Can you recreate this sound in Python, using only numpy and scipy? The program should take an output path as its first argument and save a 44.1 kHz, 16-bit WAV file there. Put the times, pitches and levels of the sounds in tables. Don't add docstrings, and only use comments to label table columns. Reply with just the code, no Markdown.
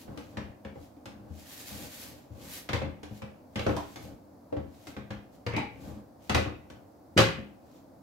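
import sys
import numpy as np
from scipy import signal
from scipy.fft import rfft, irfft, next_fast_len
from scipy.io import wavfile
from scipy.ndimage import map_coordinates

SR = 44100
rng = np.random.default_rng(int(sys.argv[2]) if len(sys.argv) > 2 else 0)


def digitize_waveform(pressure):
    field = np.atleast_2d(pressure).T
    bounded = np.clip(field, -1, 1)
    quanta = np.round(bounded * 32767).astype(np.int16)
    wavfile.write(sys.argv[1], SR, quanta)


N = 353680

# frequency_hz, correlation
COHERENCE = [(60, 0.95), (150, 0.75), (300, 0.89), (550, 0.29), (1200, 0.15), (15000, 0.34)]
# frequency_hz, t60_s
ROOM_DECAY = [(70, 0.6), (250, 0.55), (700, 0.34), (2400, 0.46), (5000, 0.34), (9000, .31), (15000, 0.31)]
# frequency_hz, density_db
HUM_SPECTRUM = [(25, -27.5), (90, -1.5), (156, -9.5), (205, -5), (290, -0.5), (400, -14.5), (525, -7),
                (740, -10), (1020, -18.5), (1500, -27), (3000, -42), (4600, -35.5), (9000, -42),
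                (15500, -38)]
FLOUR_SPECTRUM = [(1500, -21), (3500, -1.5), (5500, -1.5), (9000, 4), (13000, 9), (16000, -2.5)]
PALM_SPECTRUM = [(400, -3.5), (900, -8.5), (1700, -3.5), (4000, -3.5), (7500, -6), (10000, -22.5),
                 (14000, -12.5)]
SLAP_SPECTRUM = [(25, -17), (70, 0), (150, 0), (300, -3.5), (550, -3), (800, -0.5), (1500, -1.5),
                 (2500, -2), (4000, -1), (6300, -3), (9000, -8), (13000, -11.5), (16000, -19)]
# peak_s, length_s, level_db
DOUGH_SLIDES = [(.01, 0.13, -57.5), (.26, .4, -73.5), (.83, 0.17, -69.5), (3.17, 0.15, -66.5),
                (3.8, 0.59, -66), (4.03, 0.33, -67.5), (4.86, 0.37, -68.5), (5.35, 0.077, -71.5),
                (5.89, 0.37, -69.5), (6.27, 0.16, -71), (7.75, 0.27, -79.5)]
HAND_PRESSES = [(.14, 0.22, -45), (.42, 0.46, -45.5), (1.26, 0.48, -51), (1.82, 0.34, -43.5),
                (2.12, 0.44, -53), (2.46, 0.33, -49), (4.08, 0.36, -47), (5.92, 0.54, -46),
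                (6.78, 0.44, -57)]
# time_s, level_db
FLOUR_SWEEP = [(1.28, -91), (1.344, -69.5), (1.52, -55.5), (1.836, -54.5), (1.898, -60), (2.02, -49.5),
               (2.176, -70.5), (2.29, -95), (2.324, -77), (2.534, -50), (2.584, -52.5), (2.65, -81)]
# pitch_hz, level_db, t60_s
PANE_MODES = [(59.6, -14, 0.37), (80.34, -3.5, 0.39), (111.7, 0, 0.24), (130.7, -5.5, 0.2),
              (154.4, -8.5, 0.36), (207.3, -5, 0.51), (236.6, -9, 0.29), (277, -13.5, 0.77),
              (297.2, -2.5, 0.25), (343.6, -11.5, 0.24), (373, -22, 0.11), (405.4, -18.5, 0.46),
              (479.8, -6.5, 0.32), (536.3, -1.5, 0.34), (602.5, -7.5, 0.215), (727, -16.5, 0.15),
              (812, -8.5, .3), (987, -31.5, .3), (1127, -15.5, 0.29), (1550, -21, 0.18)]
# frequency_hz, left_minus_right_db
TABLE_BALANCE = [(40, -1.5), (75, 10), (120, 5), (230, 1.5), (1000, 0)]
# start_s, level_db, spot_hz
# (spot_hz is the frequency at which the pane yields most under the point of contact)
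PALM_SLAPS = [(.3702, -32, 208), (.6481, -40.5, 208), (2.689, -26.5, 227), (2.731, -21.5, 78.6),
              (3.219, -37, 204), (3.557, -26.5, 244), (3.5924, -27.5, 232), (4.965, -38, 250),
              (5.105, -34, 218), (5.464, -27.5, 244), (5.564, -25, 293), (6.295, -18.5, 131),
              (6.346, -14.5, 82), (7.1703, -25, 113.6), (7.1754, -10, 112), (7.187, -12, 113),
              (7.2022, -16.5, 108)]
LUMP_THUDS = [(.079, -56, 229), (.7564, -56, 134), (2.8157, -38, 204), (2.853, -50.5, 125),
              (3.109, -61, 198), (3.664, -27.5, 298), (3.691, -35, 298), (4.525, -45, 550),
              (4.566, -43.5, 152), (5.5347, -37.5, 140), (6.3805, -38, 82.7), (6.4597, -41.5, 113),
              (7.178, -28, 135), (7.3795, -54, 210)]
LUMP_NUDGES = [(1.305, -68, 81), (2.303, -71.5, 104)]
# start_s, level_db
DOUGH_PEELS = [(.174, -40), (0.965, -64), (1.056, -40.5), (3.031, -41), (3.765, -34.5), (3.958, -39.5),
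               (4.869, -40), (6.7, -45.5)]
# thud_hz, pat_hz, smack_hz, fizz_hz
BANDS_HZ = [130, 420, 2400, 10000]
# thud_db, pat_db, smack_db, fizz_db
SLAP_TIMBRE = [-8.5, -9, 0, -29]
THUD_TIMBRE = [-5, 3, 0.5, -28.5]
PEEL_TIMBRE = [-16.5, -10, 0.5, -14.5]
NUDGE_TIMBRE = [1, 0.5, -2, -4]
# start_s, length_s, pitch_hz, bandwidth_hz, level_db
FOLD_SQUEAKS = [(3.763, 0.023, 860, 350, -36), (5.5, .12, 2260, 800, -41), (5.558, 0.041, 833, 131, -35)]
# centre_s, frequency_hz, level_db
AIR_PUFFS = [(7.167, 237, -12.5), (7.173, 200.7, -20)]


def amp(db):
    return 10 ** (np.asarray(db) / 20)


def unit(x):
    return x / np.sqrt(np.mean(x ** 2) + 1e-20)


def along(points, hz):
    knots_hz, values = np.transpose(points)
    return np.interp(np.log(hz + 1), np.log(knots_hz + 1), values)


def wobble(rate_hz):
    knots = rng.standard_normal(int(N * rate_hz / SR) + 4)
    return map_coordinates(knots, [np.arange(N) * rate_hz / SR])


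def filtered(x, response):
    n = x.shape[-1]
    padded = next_fast_len(n + 8192)
    return irfft(rfft(x, padded) * response(np.fft.rfftfreq(padded, 1 / SR)), padded)[..., :n]


def noise(n, spectrum_db):
    def mid_side_gains(hz):
        angle = np.arccos(np.clip(along(COHERENCE, hz), -1, 1)) / 2
        return amp(spectrum_db(hz)) * [np.cos(angle), np.sin(angle)]
    mid, side = filtered(rng.standard_normal((2, n)), mid_side_gains)
    return np.array([mid + side, mid - side])


def steady_noise(spectrum):
    return unit(noise(N, lambda hz: along(spectrum, hz)))


def add(track, start_s, sound):
    part = track[:, max(round(start_s * SR), 0):][:, :sound.shape[-1]]
    part += sound[..., :part.shape[1]]


def strokes(rows, swell_share=0.61):
    t, power = np.arange(N) / SR, np.zeros(N)
    for peak_s, length_s, db in rows:
        start_s = peak_s - swell_share * length_s
        ramp = np.interp(t, [start_s, peak_s, start_s + length_s], [0, 1, 0])
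        speed = np.sin(np.pi / 2 * ramp) ** 2
        power += (amp(db) * speed) ** 2
    return np.sqrt(power)


def reverberate(x, wet_db, build_s=0.0013):
    hz, t, bands = signal.stft(noise(SR * 2 // 3, np.zeros_like), SR, nperseg=256)
    decay = amp(-60 * t / along(ROOM_DECAY, hz)[:, None])
    tail = signal.istft(bands * decay * (1 - np.exp(-t / build_s)), SR, nperseg=256)[1]
    tail = tail / np.linalg.norm(tail[0])
    return x + amp(wet_db) * signal.fftconvolve(x, tail, axes=1)[:, :x.shape[1]]


def room_hum(level_db=-54):
    return amp(level_db) * steady_noise(HUM_SPECTRUM)


def flour_friction(sweep_db=1, rub_db=-54, brisk_db=-57, rub_exponent=0.77):
    time_s, level_db = np.transpose(FLOUR_SWEEP)
    sweep = amp(sweep_db + np.interp(np.arange(N) / SR, time_s, level_db, left=-np.inf, right=-np.inf))
    motion = sweep + strokes(DOUGH_SLIDES)
    hiss = steady_noise(FLOUR_SPECTRUM) * motion
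    rub = steady_noise(PALM_SPECTRUM) * (motion / amp(brisk_db)) ** rub_exponent * amp(rub_db)
    grit = unit(amp(2.4 * wobble(rate_hz=700) + 1.84 * wobble(rate_hz=28)))
    return reverberate(grit * (hiss + rub), wet_db=-0.5)


def pressing(lumpy_db=2, relative_half_width=0.035):
    def resonance_db(hz):
        power = sum(amp(2 * db) / (1 + ((hz / mode_hz - 1) / relative_half_width) ** 2)
                    for mode_hz, db, _ in PANE_MODES)
        return 10 * np.log10(power)
    # frequency_hz, density_db
    drive = [(25, -1), (70, 5.5), (110, -3.5), (200, 2.5), (320, -4.5), (550, -9.5), (1200, -8),
             (4000, -6.5)]
    murmur = unit(noise(N, lambda hz: resonance_db(hz) + along(drive, hz)))
    return murmur * strokes(HAND_PRESSES) * amp(lumpy_db * wobble(rate_hz=24))


def contacts(peel_spot_hz=277):
    peels = [(start_s, db, peel_spot_hz) for start_s, db in DOUGH_PEELS]
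    kinds = [(PALM_SLAPS, SLAP_TIMBRE), (LUMP_THUDS, THUD_TIMBRE),
             (peels, PEEL_TIMBRE), (LUMP_NUDGES, NUDGE_TIMBRE)]
    return [(*row, timbre_db) for rows, timbre_db in kinds for row in rows]


def pane_ring(force_db, spot_hz, t, scatter_db=4.0, rise_s=0.0012, spot_db=8, spot_log_width=0.16):
    hz, mode_db, t60_s = np.transpose(PANE_MODES)[:, :, None]
    coupling_db = spot_db * np.exp(-(np.log(hz / spot_hz) / spot_log_width) ** 2)
    onset_db = force_db(hz) + mode_db + coupling_db + scatter_db * rng.standard_normal(hz.shape)
    spread_rad = np.minimum(hz / BANDS_HZ[1], 2)
    phase = spread_rad * rng.standard_normal((2, len(hz), 1))
    polarity = (-1) ** np.arange(len(hz))[:, None]
    modes = polarity * amp(onset_db - 60 * t / t60_s) * np.sin(2 * np.pi * hz * t + phase)
    return modes.sum(1) * (1 - np.exp(-t / rise_s))


def dough_smack(force_db, t, gain_db=20, crossover_hz=900, snap_s=0.0049, squash_s=0.014):
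    burst = noise(len(t), lambda hz: force_db(hz) + along(SLAP_SPECTRUM, hz) + gain_db)
    lows = filtered(burst, lambda hz: 1 / (1 + (hz / crossover_hz) ** 2))
    smack = (burst - lows) * np.exp(-t / snap_s) * (1 - np.exp(-t / 0.0015))
    squash = lows * np.exp(-t / squash_s) * (1 - np.exp(-t / 0.0023))
    return reverberate(smack + squash, wet_db=1.5)


def impacts(smack_trim_db=-10, ring_db=-1.5, medium_db=-26.5, tilt_per_octave=0.13):
    out, t = np.zeros((2, N)), np.arange(SR * 2 // 3) / SR
    octaves = np.log2(np.array(BANDS_HZ) / BANDS_HZ[2])
    for start_s, db, spot_hz, timbre_db in contacts():
        tilt_db = tilt_per_octave * (db - medium_db) * octaves
        thud, pat, smack, fizz = db + np.array(timbre_db) + tilt_db
        spectrum = list(zip(BANDS_HZ, [thud, pat, smack + smack_trim_db, fizz]))
        force_db = lambda hz: along(spectrum, hz)
        add(out, start_s, dough_smack(force_db, t) + amp(ring_db) * pane_ring(force_db, spot_hz, t))
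    return out


def fold_squeaks():
    out = np.zeros((2, N))
    for start_s, length_s, pitch_hz, bandwidth_hz, db in FOLD_SQUEAKS:
        n = int(length_s * SR)
        air = unit(noise(n, lambda hz: -20 * np.log10(1 + (2 * (hz - pitch_hz) / bandwidth_hz) ** 2)))
        add(out, start_s, amp(db) * np.hanning(n) * air)
    return reverberate(out, wet_db=3.5)


def air_puffs(width_cycles=0.26):
    out = np.zeros((2, N))
    for centre_s, hz, db in AIR_PUFFS:
        cycles = hz * (np.arange(N) / SR - centre_s)
        out += amp(db) * np.sin(2 * np.pi * cycles) * np.exp(-(cycles / width_cycles) ** 2 / 2)
    return reverberate(out, wet_db=-7)


def scene():
    balance = lambda hz: amp(np.outer([.5, -.5], along(TABLE_BALANCE, hz)))
    table = filtered(impacts() + air_puffs() + pressing(), balance)
    return table + flour_friction() + fold_squeaks() + room_hum()


def record(dry, low_hz=32, top_hz=15850):
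    high_passed = filtered(dry, lambda hz: (1j * hz / (low_hz + 1j * hz)) ** 2)
    return filtered(high_passed, lambda hz: 1 / (1 + (hz / top_hz) ** 200))


dry = scene()
out = record(dry)
digitize_waveform(out)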